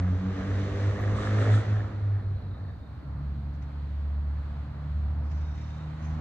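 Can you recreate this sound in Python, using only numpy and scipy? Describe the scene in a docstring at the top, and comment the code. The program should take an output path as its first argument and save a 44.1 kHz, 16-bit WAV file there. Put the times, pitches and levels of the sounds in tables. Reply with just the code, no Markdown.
"""A garden beside a road. A motorbike speeds past behind the bamboo: steady exhaust tones that waver as echoes
cross them, over a puffing roar and knocks that ring at two moving pitches. A cat hisses, as shaped noise, at
the height of the pass. A second, slower engine, built from pure tones, draws near over the rumbling noise of
distant traffic. Insects sing near 4 kHz as narrow noise and pulsing whistles, and dry leaves tick, rustle and
scrape under paws as short bursts of noise. Two microphone ports hear it."""
import sys
import numpy as np
from scipy import signal
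from scipy.fft import rfft, irfft, next_fast_len
from scipy.io import wavfile
from scipy.ndimage import uniform_filter1d

SR = 44100
rng = np.random.default_rng(int(sys.argv[2]) if len(sys.argv) > 2 else 0)


def dump_mix(stems):
    """Bounce the given channels to the path in sys.argv[1] as a 16-bit WAV at rate SR."""
    frames = np.atleast_2d(stems).T  # one column per channel
    limited = np.clip(frames, -1, 1)  # hard clip at full scale
    pcm = np.round(limited * 32767).astype(np.int16)
    wavfile.write(sys.argv[1], SR, pcm)


N = 273574
T = np.arange(N) / SR  # time of each sample, s
SIZE = next_fast_len(N)
F = np.arange(SIZE // 2 + 1) * SR / SIZE + 1e-3  # frequencies of a spectrum, Hz; never zero, for the logarithms

# The motorbike passing; an order is a multiple of the engine's cycle rate
# (time [s], cycle rate [Hz], roar level [dB], 4th order level before its echo [dB], 4th order echo share [0-1],
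#  6th order level before its echo [dB], other orders against the roar [dB])
BIKE_PASS = [(0, 44.8, -45.5, -36.5, .95, -43, -11), (.3, 47.3, -44.5, -35.5, .9, -47, -2.5),
             (.6, 48.7, -41, -44.5, .8, -42.5, 0), (1, 50.75, -40.5, -45.5, .6, -48.5, 3),
             (1.3, 52.01, -39.5, -38, .3, -43, 1), (1.47, 52.83, -36.5, -45, .95, -51, 5.5),
             (1.62, 52.8, -40.5, -46, .95, -54, -2), (1.8, 52.25, -45, -50.5, .9, -54, -3.5),
             (2.05, 50.9, -54.5, -59.5, .7, -60.5, 0.5), (2.35, 48.73, -64, -54, .5, -68.5, 6.5),
             (3, 45.34, -60.5, -68, .5, -52.5, -3.5)]
# An echo crosses the exhaust note (2nd order). Its path grows half a wavelength from row to row,
# so it opposes the note on the first row, helps it on the next, and so on
# (time [s], note level before the echo [dB], echo share [0-1])
EXHAUST_ECHO = [(-.02, -22, 0.1), (.14, -29, 0.5), (.235, -30, 0.7), (.31, -32.5, 0.5), (.39, -32.5, 0.6),
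                (.56, -30, 0.5), (.74, -30.5, 0.4), (.88, -26, .5), (.965, -32, 0.42), (1.1, -27, 0.5),
                (1.215, -29.5, 0.3), (1.38, -24.5, .4), (1.445, -20.5, 0.5), (1.55, -20.5, 0.53),
                (1.64, -30, 1), (1.73, -28, 0.8), (1.91, -30.5, .8), (2.12, -27, 0.4), (2.22, -26, 0.8),
                (2.33, -33, 0.6), (2.415, -34, 1), (2.48, -39.5, .7), (2.58, -36, 1), (2.64, -38, 0.63),
                (2.75, -38, .7), (2.78, -38, .6), (2.9, -43, .5)]
# The other exhaust orders (order [cycles of the tone per engine cycle], base level against the roar [dB])
OTHER_ORDERS = [(1, -23.5), (3, -16), (5, -9.5), (7, -17), (8, -8), (9, -15), (10, -9), (11, -15.5),
                (12, -19), (13, -25), (14, -25)]
# Tone colour of the exhaust roar (frequency [Hz], relative level per Hz [dB])
ROAR_SPECTRUM = [(120, -22), (250, -10.5), (450, -8.5), (700, -10.5), (900, -19), (1200, -17), (1900, -17),
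                 (2600, -26.5), (3700, -27), (4900, -34.5), (6200, -33.5), (7500, -43), (8700, -46.5),
                 (11000, -66.5)]
# Two moving resonances that colour the exhaust knocks
# (time [s], lower resonance [Hz], upper resonance [Hz], base level against the roar [dB])
KNOCK_RESONANCES = [(0, 1245, 1602, -14), (.35, 1196, 1600, -9.5), (.7, 1150, 1846, -10.5),
                    (1.05, 1149, 1802, -11.5), (1.3, 1247, 1751, -5), (1.5, 1344, 1784, -8),
                    (1.75, 1317, 1777, -13), (2.2, 1255, 1735, -8)]
# Strength of four firings in turn, before a random change to each (level [dB])
KNOCK_STRENGTH = [5.5, 0, -0.5, 3]
# Pushes of the cat's hiss (full at [s], hold [s], level [dB])
HISS_PUSHES = [(1.17, 0.092, -53.5), (1.4, .03, -53.5), (1.54, 0.014, -48.5)]
# Resonances of the cat's open mouth (frequency [Hz], width [Hz], relative level [dB])
MOUTH_PEAKS = [(3560, 750, 7.5), (5600, 3700, -7.5), (7873, 3500, -9.5), (2000, 750, -9)]
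# The slower engine; its echo path also grows half a wavelength of the firing rate from row to row
# (time [s], firing rate [Hz], echo share before easing for higher multiples [0-1],
#  base level of the 1st, 2nd, 3rd and 4th multiple, one column each [dB])
SLOW_ENGINE = [(2.3, 70.18, 0.46, -55, -57, -56, -66), (2.65, 70.36, 0.63, -58, -62, -60, -55.5),
               (2.97, 69.97, 0.37, -41.5, -51, -65, -58.5), (3.08, 70.13, .1, -44, -46, -61, -60.5),
               (3.21, 70.5, .1, -33, -37, -56, -55.5), (3.38, 70.6, 0.24, -34.5, -42, -48, -56.5),
               (3.67, 71.44, 0.32, -32, -45, -57.5, -58), (4.22, 72.34, 0.52, -32, -48.5, -56, -61.5),
               (4.68, 72.5, 0.34, -34.5, -45, -55, -60), (4.86, 73.3, 0.22, -36, -36, -60, -60.5),
               (4.96, 73.66, 0.084, -27.5, -44.5, -50.5, -63), (5.2, 74.14, 0.22, -29, -48, -53, -57.5),
               (5.91, 76.88, 0.29, -37, -39.5, -55.5, -58), (6.12, 77.37, 0.099, -34, -35.5, -47.5, -54.5),
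               (6.5, 79.1, .1, -34, -50, -45, -48)]
# Bursts of rustling leaves (full at [s], hold [s], base level [dB])
RUSTLE_BURSTS = [(5.31, 0.45, -64.5), (6.04, .08, -62)]
# Soft crackles of leaves (time [s], base level [dB], time to fade by 60 dB [s])
LEAF_TICKS = [(3.535, -65, 0.16), (3.62, -64, 0.21)]
# Tone colour of the leaves (frequency [Hz], width [Hz], relative level [dB])
LEAF_PEAKS = [(5400, 1500, -2.5), (6460, 870, -6.5), (2130, 1600, 7.5)]
# A leaf dragged over wood (full at [s], hold [s], level [dB], pitch [Hz])
LEAF_SCRAPES = [(5.284, .17, -73, 5150), (5.502, 0.14, -70, 5500), (5.36, .1, -75, 5950),
                (5.768, .03, -79, 6400), (6, .1, -62.5, 1903), (6.045, 0.052, -71, 6240)]
# The broad insect chorus (frequency [Hz], width [Hz], base level [dB])
INSECT_CHORUS = [(4230, 850, -73.5)]
# Single insects (start [s], end [s], pitch [Hz], scale of the random phase [rad], base peak level [dB],
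#  pulse rate [pulses per s], pulse depth up and down [dB])
INSECT_TRILLS = [(2.1, 2.751, 4150, 6.5, -73.5, 49, 3.5), (2.58, 2.84, 4480, 2.0, -73, 45.4, 7),
                 (2.26, 2.7, 3940, 1.5, -74, 45, 3.5)]
# Songs of one cricket (start [s], end [s], base peak level [dB], depth of the chirp groups up and down [dB])
CRICKET_SONGS = [(2.46, 3.01, -73, 5), (5.38, 5.92, -67, 1)]
# Tone colour of the far road (frequency [Hz], relative level per Hz [dB])
TRAFFIC_SPECTRUM = [(15, -44), (25, -20), (70, -4), (91, -8), (135, -10.5), (186, -18), (289, -23),
                    (378, -30.5), (471, -29), (631, -27.5), (1350, -31), (2810, -45.5), (4150, -47),
                    (5300, -58.5), (8650, -67), (11200, -95), (19000, -120)]
# Slow swell of the far road (time [s], base level [dB], brightness [dB per octave])
TRAFFIC_SWELL = [(0, -41.5, -0.5), (1.5, -35.5, 0), (2.5, -43.5, -1), (3.2, -42.5, -1), (4, -41.5, 0),
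                 (4.7, -41, 0), (5.3, -40, -0.63), (5.8, -40, 0.75), (6.2, -37.5, 0.5)]
# How alike scattered noise is at the two ports (frequency [Hz], share common to both [0-1])
COMMON_SHARE = [(60, 1), (120, 0.98), (250, 0.74), (500, 0.45), (1000, 0.41), (2000, 0.46), (4000, 0.22),
                (8000, 0.38)]
# How the ports differ (frequency [Hz], lead of the left port [rad], left minus right level [dB])
PORT_DIFFERENCES = [(97, 0.12, -0.5), (497, 0.04, -0.5), (1290, 0.67, -2), (1830, 0.42, -1.5),
                    (3050, 1.94, -.5), (4100, 1.5, 0), (6050, 5, 1), (6430, 0.44, 1), (6750, 6.5, 0),
                    (8240, 7.7, 1)]

FOURTH_BEAT_HZ, FOURTH_NULL_S = 5.5, 0.165  # the echo beats steadily on the 4th order, from a dip at this time
UPPER_SHARE = 0.5  # echo share on the other orders, which beat in proportion to their pitch
BRIGHT_AT_DB, BRIGHT_PER_DB = -41, 0.1691  # brightness of the roar: dB per octave for each dB above this level
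DULL_FROM_S, DULL_FOR_S = 1.58, 0.25  # the pipe turns away and the roar grows duller
DULL_DB_S = 2.5  # brightness lost meanwhile, dB per octave each second
HISS_RISE_DB_S, HISS_FALL_DB_S = 298, 201
RUSTLE_RISE_DB_S, RUSTLE_FALL_DB_S = 200, 90
CRICKET_HZ, CRICKET_PULSES_S = 3705, 31  # pitch, and pulses per second
CRICKET_GROUPS_S, CRICKET_GROUP_AT_S = 6.5, 2.545  # groups per second, and the middle of one group
HIGH_TICK_S, HIGH_TICK_DB, HIGH_TICK_HZ, HIGH_TICK_T60_S = 1.011, -60, 13300, .03
CAPSULE_LOW_HZ, CAPSULE_TOP_HZ, OUTPUT_TOP_HZ = 40, 8840, 14600
COMMON_HISS_DB = -84  # the part of the preamplifier's hiss that both sides share


def motorbike():
    """The passing bike: exhaust tones, with the roar of gas and a ringing rasp."""
    turns = np.cumsum(curves(BIKE_PASS)[0]) / SR  # engine cycles so far
    roar = exhaust_roar(turns) + exhaust_rasp(turns)
    return exhaust_note(turns) * span(-1, 2.885, 0.29) + roar * span(-1, 2.99, .4)


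def exhaust_note(turns):
    """Tones at multiples of the engine cycle; echoes strengthen or cancel each one in turn."""
    _, roar_db, fourth_db, fourth_share, sixth_db, others_db = curves(BIKE_PASS)
    note_db, share = curves(EXHAUST_ECHO)
    note = tone(turns, order=2, db=note_db + echo_db(row_path(EXHAUST_ECHO), share), wander=.1)

    fourth_path = FOURTH_BEAT_HZ * (T - FOURTH_NULL_S) + .5
    note += tone(turns, order=4, db=fourth_db + echo_db(fourth_path, fourth_share), wander=0.079)

    sixth_path = FOURTH_BEAT_HZ * 6 / 4 * T + .1 * walk(3)
    note += tone(turns, order=6, db=sixth_db + echo_db(sixth_path, .85) + 1.5 * walk(6), wander=.2)

    for order, base_db in OTHER_ORDERS:
        # each order beats from a random starting phase
        path = FOURTH_BEAT_HZ * order / 4 * T + rng.random()
        level_db = roar_db + others_db + base_db + echo_db(path, UPPER_SHARE) + 2 * walk(6.1)
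        note += tone(turns, order, level_db, wander=.25)
    return note


def exhaust_roar(turns):
    """Rushing gas: steady noise plus a puff that fades on every engine cycle."""
    roar_db = curves(BIKE_PASS)[1]
    puffs = 1.6 + np.exp(-(turns % 1) / 0.042)
    dulling = DULL_DB_S * np.clip(T - DULL_FROM_S, 0, DULL_FOR_S)
    tilt_db = BRIGHT_PER_DB * (roar_db - BRIGHT_AT_DB) - dulling
    return undb(roar_db) * bands(air(puffs, direct=0.28), ROAR_SPECTRUM, tilt_db, flicker_db=1.55)


def exhaust_rasp(turns):
    """Each firing, two per cycle, is a knock of noise with its own strength, coloured by two moving resonances."""
    roar_db = curves(BIKE_PASS)[1]
    low_hz, high_hz, rasp_db = curves(KNOCK_RESONANCES)
    firings = 2 * turns
    strength_db = np.resize(KNOCK_STRENGTH, 800) + 6.3 * (rng.random(800) - .5)
    knocks = np.exp(-(firings % 1) / 0.3) * undb(strength_db)[firings.astype(int)]
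    low_ring = undb(1.8 * walk(18)) * ring(knocks, low_hz, width_hz=230)
    high_ring = undb(-2.0 + 3.1 * walk(18)) * ring(knocks, high_hz, width_hz=320)
    return undb(roar_db + rasp_db) * (low_ring + high_ring)


def cat():
    """Air forced over the tongue in three pushes, coloured by the open mouth."""
    level = bursts(HISS_PUSHES, HISS_RISE_DB_S, HISS_FALL_DB_S) * undb(1.1 * walk(35))
    return level * shaped(air(direct=0.39), peaks(MOUTH_PEAKS))


def motor():
    """The slower engine: four multiples of its firing rate crossed by one echo, and uneven-cylinder half orders."""
    hz, share, *levels_db = curves(SLOW_ENGINE)
    path = row_path(SLOW_ENGINE)
    turns = np.cumsum(hz) / SR  # firings so far
    note = 0
    for multiple, base_db in enumerate(levels_db, start=1):
        echo = echo_db(multiple * path, share / multiple ** 0.24)
        note = note + tone(turns, multiple, base_db + echo + 0.5 * walk(12), wander=0.082)
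    # fainter tones halfway between the multiples
    note += tone(turns, order=3 / 2, db=-51.0 + 3.5 * walk(7), wander=0.38)
    note += tone(turns, order=5 / 2, db=-63 + 7.0 * walk(5.3), wander=0.46)
    return note * span(2.35, 7, 0.18)


def leaves():
    """Dry leaves: many small uneven grains make a rustle and short, soft crackles, joined by scrapes."""
    level = bursts(RUSTLE_BURSTS, RUSTLE_RISE_DB_S, RUSTLE_FALL_DB_S) * undb(0.4 * walk(22))
    # a faint, continuous, uneven crackle of treble noise
    level = level + undb(-86.0 + 3.5 * walk(13))
    for at, db, t60 in LEAF_TICKS:
        fade = np.exp(-np.log(1000) * np.abs(T - at) / t60)
        level = level + undb(db) * span(at - .004, 7, 0.0074) * fade
    grains = undb(2.7 * walk(90))
    return level * grains * shaped(air(), peaks(LEAF_PEAKS)) + leaf_scrapes()


def leaf_scrapes():
    """A leaf dragged over wood: uneven rubbing noise that rings at one pitch for each scrape."""
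    out = 0
    for *burst, hz in LEAF_SCRAPES:
        rubbing = ring(undb(1.8 * walk(40)), np.full(N, hz), width_hz=600)
        out = out + bursts([burst], rise_db_s=150, fall_db_s=150) * rubbing
    return out


def insects():
    """A broad chorus of narrow-band noise, and single singers whose wavering whistles pulse."""
    out = 0
    for hz, width, db in INSECT_CHORUS:
        out = out + undb(db + 0.57 * walk(3.6)) * shaped(air(), peak(hz, width))
    for start, end, hz, jitter, db, rate, depth_db in INSECT_TRILLS:
        pulses_db = depth_db * np.cos(2 * np.pi * rate * T + .6 * walk(5)) + 2.2 * walk(25)
        whistle = np.sin(2 * np.pi * hz * T + jitter * walk(90))
        out = out + undb(db + pulses_db) * span(start, end, 0.1) * whistle
    return out


def cricket():
    """One cricket: a clean whistle in short pulses that come in groups."""
    groups = np.cos(2 * np.pi * CRICKET_GROUPS_S * (T - CRICKET_GROUP_AT_S))
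    pulses_db = 6 * np.cos(2 * np.pi * CRICKET_PULSES_S * T + .6 * walk(5)) + 1.5 * walk(25)
    level = 0
    for start, end, db, depth_db in CRICKET_SONGS:
        level = level + undb(db + depth_db * groups) * span(start, end, .06)
    whistle = np.sin(2 * np.pi * CRICKET_HZ * T + 1.1 * walk(80))
    return level * undb(pulses_db) * whistle


def traffic():
    """The far road: a broad rumble of noise that swells slowly."""
    level_db, tilt_db = curves(TRAFFIC_SWELL)
    return undb(level_db) * bands(air(), TRAFFIC_SPECTRUM, tilt_db, flicker_db=1.2)


def tone(turns, order, db, wander):
    """One order of an engine cycle; its phase wanders as the path shifts."""
    phase = 2 * np.pi * (order * turns + rng.random()) + wander * walk(8.3)
    return np.sqrt(2) * undb(db) * np.sin(phase)  # the root makes the level an rms level


def echo_db(wavelengths, share):
    """Level change when an echo with a longer path joins the direct sound."""
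    echo = np.clip(share, 0, 0.97) * np.exp(2j * np.pi * wavelengths)
    return 20 * np.log10(np.abs(1 + echo))


def row_path(table):
    """Extra echo path in wavelengths: half a wavelength at the first row, and half more at each next row."""
    return np.interp(T, np.array(table)[:, 0], np.arange(len(table))) / 2 + .5


def ring(gate, hz, width_hz):
    """Gated noise ringing in a steep resonance whose centre moves, rms 1."""
    pole = np.exp(-np.pi * width_hz / SR)
    noise = rng.standard_normal((2, N)) + 1j * rng.standard_normal((2, N))
    slow = signal.lfilter([1], [1, -2 * pole, pole ** 2], gate * noise)
    # one part is common to both sides, the other has opposite signs
    sides = slow[0] + .5 * slow[1] * np.array([[1], [-1]])
    carrier = np.exp(2j * np.pi * np.cumsum(hz) / SR)  # lifts the slow noise up to the pitch
    x = np.real(sides * carrier)
    return x / np.sqrt(np.mean(x ** 2))


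def air(gate=1., direct=0.):
    """Spectra of noise at the two ports: one part in common, the rest scattered; direct sound scatters less."""
    both, left, right = rfft(gate * rng.standard_normal((3, N)), SIZE)
    scattered = np.clip(1 - along(COMMON_SHARE, F), 0, 1) * (1 - np.clip(direct, 0, 1))
    return np.sqrt(1 - scattered) * both + np.sqrt(scattered) * np.array([left, right])


def shaped(spectra, gain):
    """Noise through a gain over frequency, rms 1."""
    x = irfft(spectra * gain, SIZE)[:, :N]
    return x / np.sqrt(np.mean(x ** 2))


def bands(spectra, colour, tilt_db, flicker_db):
    """Coloured noise in bands two octaves apart; each flickers alone, and the tilt turns about 1 kHz."""
    coloured = spectra * undb(along(colour, F))
    place = np.clip(np.log2(F / 1000), -4, 4)  # octaves from 1 kHz
    parts = []
    for octave in range(-4, 5, 2):
        mask = np.cos(np.pi / 4 * np.clip(place - octave, -2, 2)) ** 2
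        parts.append((octave, irfft(coloured * mask, SIZE)[:, :N]))
    scale = np.sqrt(np.mean(sum(x for _, x in parts) ** 2))
    return sum(x * undb(octave * tilt_db + flicker_db * walk(9)) for octave, x in parts) / scale


def peak(hz, width_hz):
    """Gain over frequency of a steep resonance."""
    return 1 / (1 + ((F - hz) / (width_hz / 2)) ** 2)


def peaks(table):
    """Summed gain of several resonances."""
    return sum(undb(db) * peak(hz, width) for hz, width, db in table)


def bursts(rows, rise_db_s, fall_db_s):
    """Gain of sounds that rise, hold and fall at steady dB per second."""
    gain = 0
    for full_at, hold, db in rows:
        rise_db = rise_db_s * np.clip(full_at - T, 0, 9)
        fall_db = fall_db_s * np.clip(T - full_at - hold, 0, 9)
        gain = gain + undb(db - rise_db - fall_db)
    return gain


def span(t0, t1, fade):
    """1 between two times, fading at both ends."""
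    return np.clip(np.minimum(T - t0, t1 - T) / fade, 0, 1)


def walk(rate):
    """A slow random wander: levels held 1 / rate seconds and smoothed twice; spread near 1."""
    hold = int(SR / rate)
    steps = np.repeat(rng.standard_normal(N // hold + 1), hold)
    return 1.3 * uniform_filter1d(uniform_filter1d(steps, hold), hold)[:N]


def curves(table):
    """Columns of a table as signals over time."""
    s, *columns = np.transpose(table)
    return [np.interp(T, s, c) for c in columns]


def along(points, hz, axis=1):
    """A column of a frequency table read on a log-frequency axis."""
    points = np.array(points)
    return np.interp(np.log(hz), np.log(points[:, 0]), points[:, axis])


def undb(db):
    """dB to gain."""
    return 10 ** (np.asarray(db) / 20)


def scene():
    """All sources at the two ports."""
    return motorbike() + cat() + motor() + leaves() + insects() + cricket() + traffic()


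def ports(dry):
    """The two ports hear the same sound with a different phase and level."""
    skew = undb(along(PORT_DIFFERENCES, F, axis=2) / 2) * np.exp(.5j * along(PORT_DIFFERENCES, F))
    return irfft(rfft(dry, SIZE) * np.array([skew, 1 / skew]), SIZE)[:, :N]


def capsule(pair):
    """The capsule passes about 40 Hz to 9 kHz."""
    pair = signal.sosfilt(signal.ellip(10, .2, 50, CAPSULE_TOP_HZ, fs=SR, output="sos"), pair)
    return signal.sosfilt(signal.butter(3, CAPSULE_LOW_HZ, "high", fs=SR, output="sos"), pair)


def preamplifier_hiss():
    """Steady white noise: a part common to both sides and a weaker part with opposite signs."""
    hiss = rng.standard_normal((2, N))
    return undb(COMMON_HISS_DB) * (hiss[0] + .45 * hiss[1] * np.array([[1], [-1]]))


def high_tick():
    """One faint, very high tick: a rough tone that dies away fast."""
    after = np.clip(T - HIGH_TICK_S, 0, 9)
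    level = undb(HIGH_TICK_DB - 60 * after / HIGH_TICK_T60_S) * (after > 0)
    return level * np.sin(2 * np.pi * HIGH_TICK_HZ * after + 2 * walk(960))


def record(dry):
    """Ports and capsule, then hiss and a high tick, which reach higher, up to the final treble limit."""
    pair = capsule(ports(dry)) + preamplifier_hiss() + high_tick()
    return signal.sosfilt(signal.ellip(10, .2, 60, OUTPUT_TOP_HZ, fs=SR, output="sos"), pair)


dry = scene()
out = record(dry)
dump_mix(out)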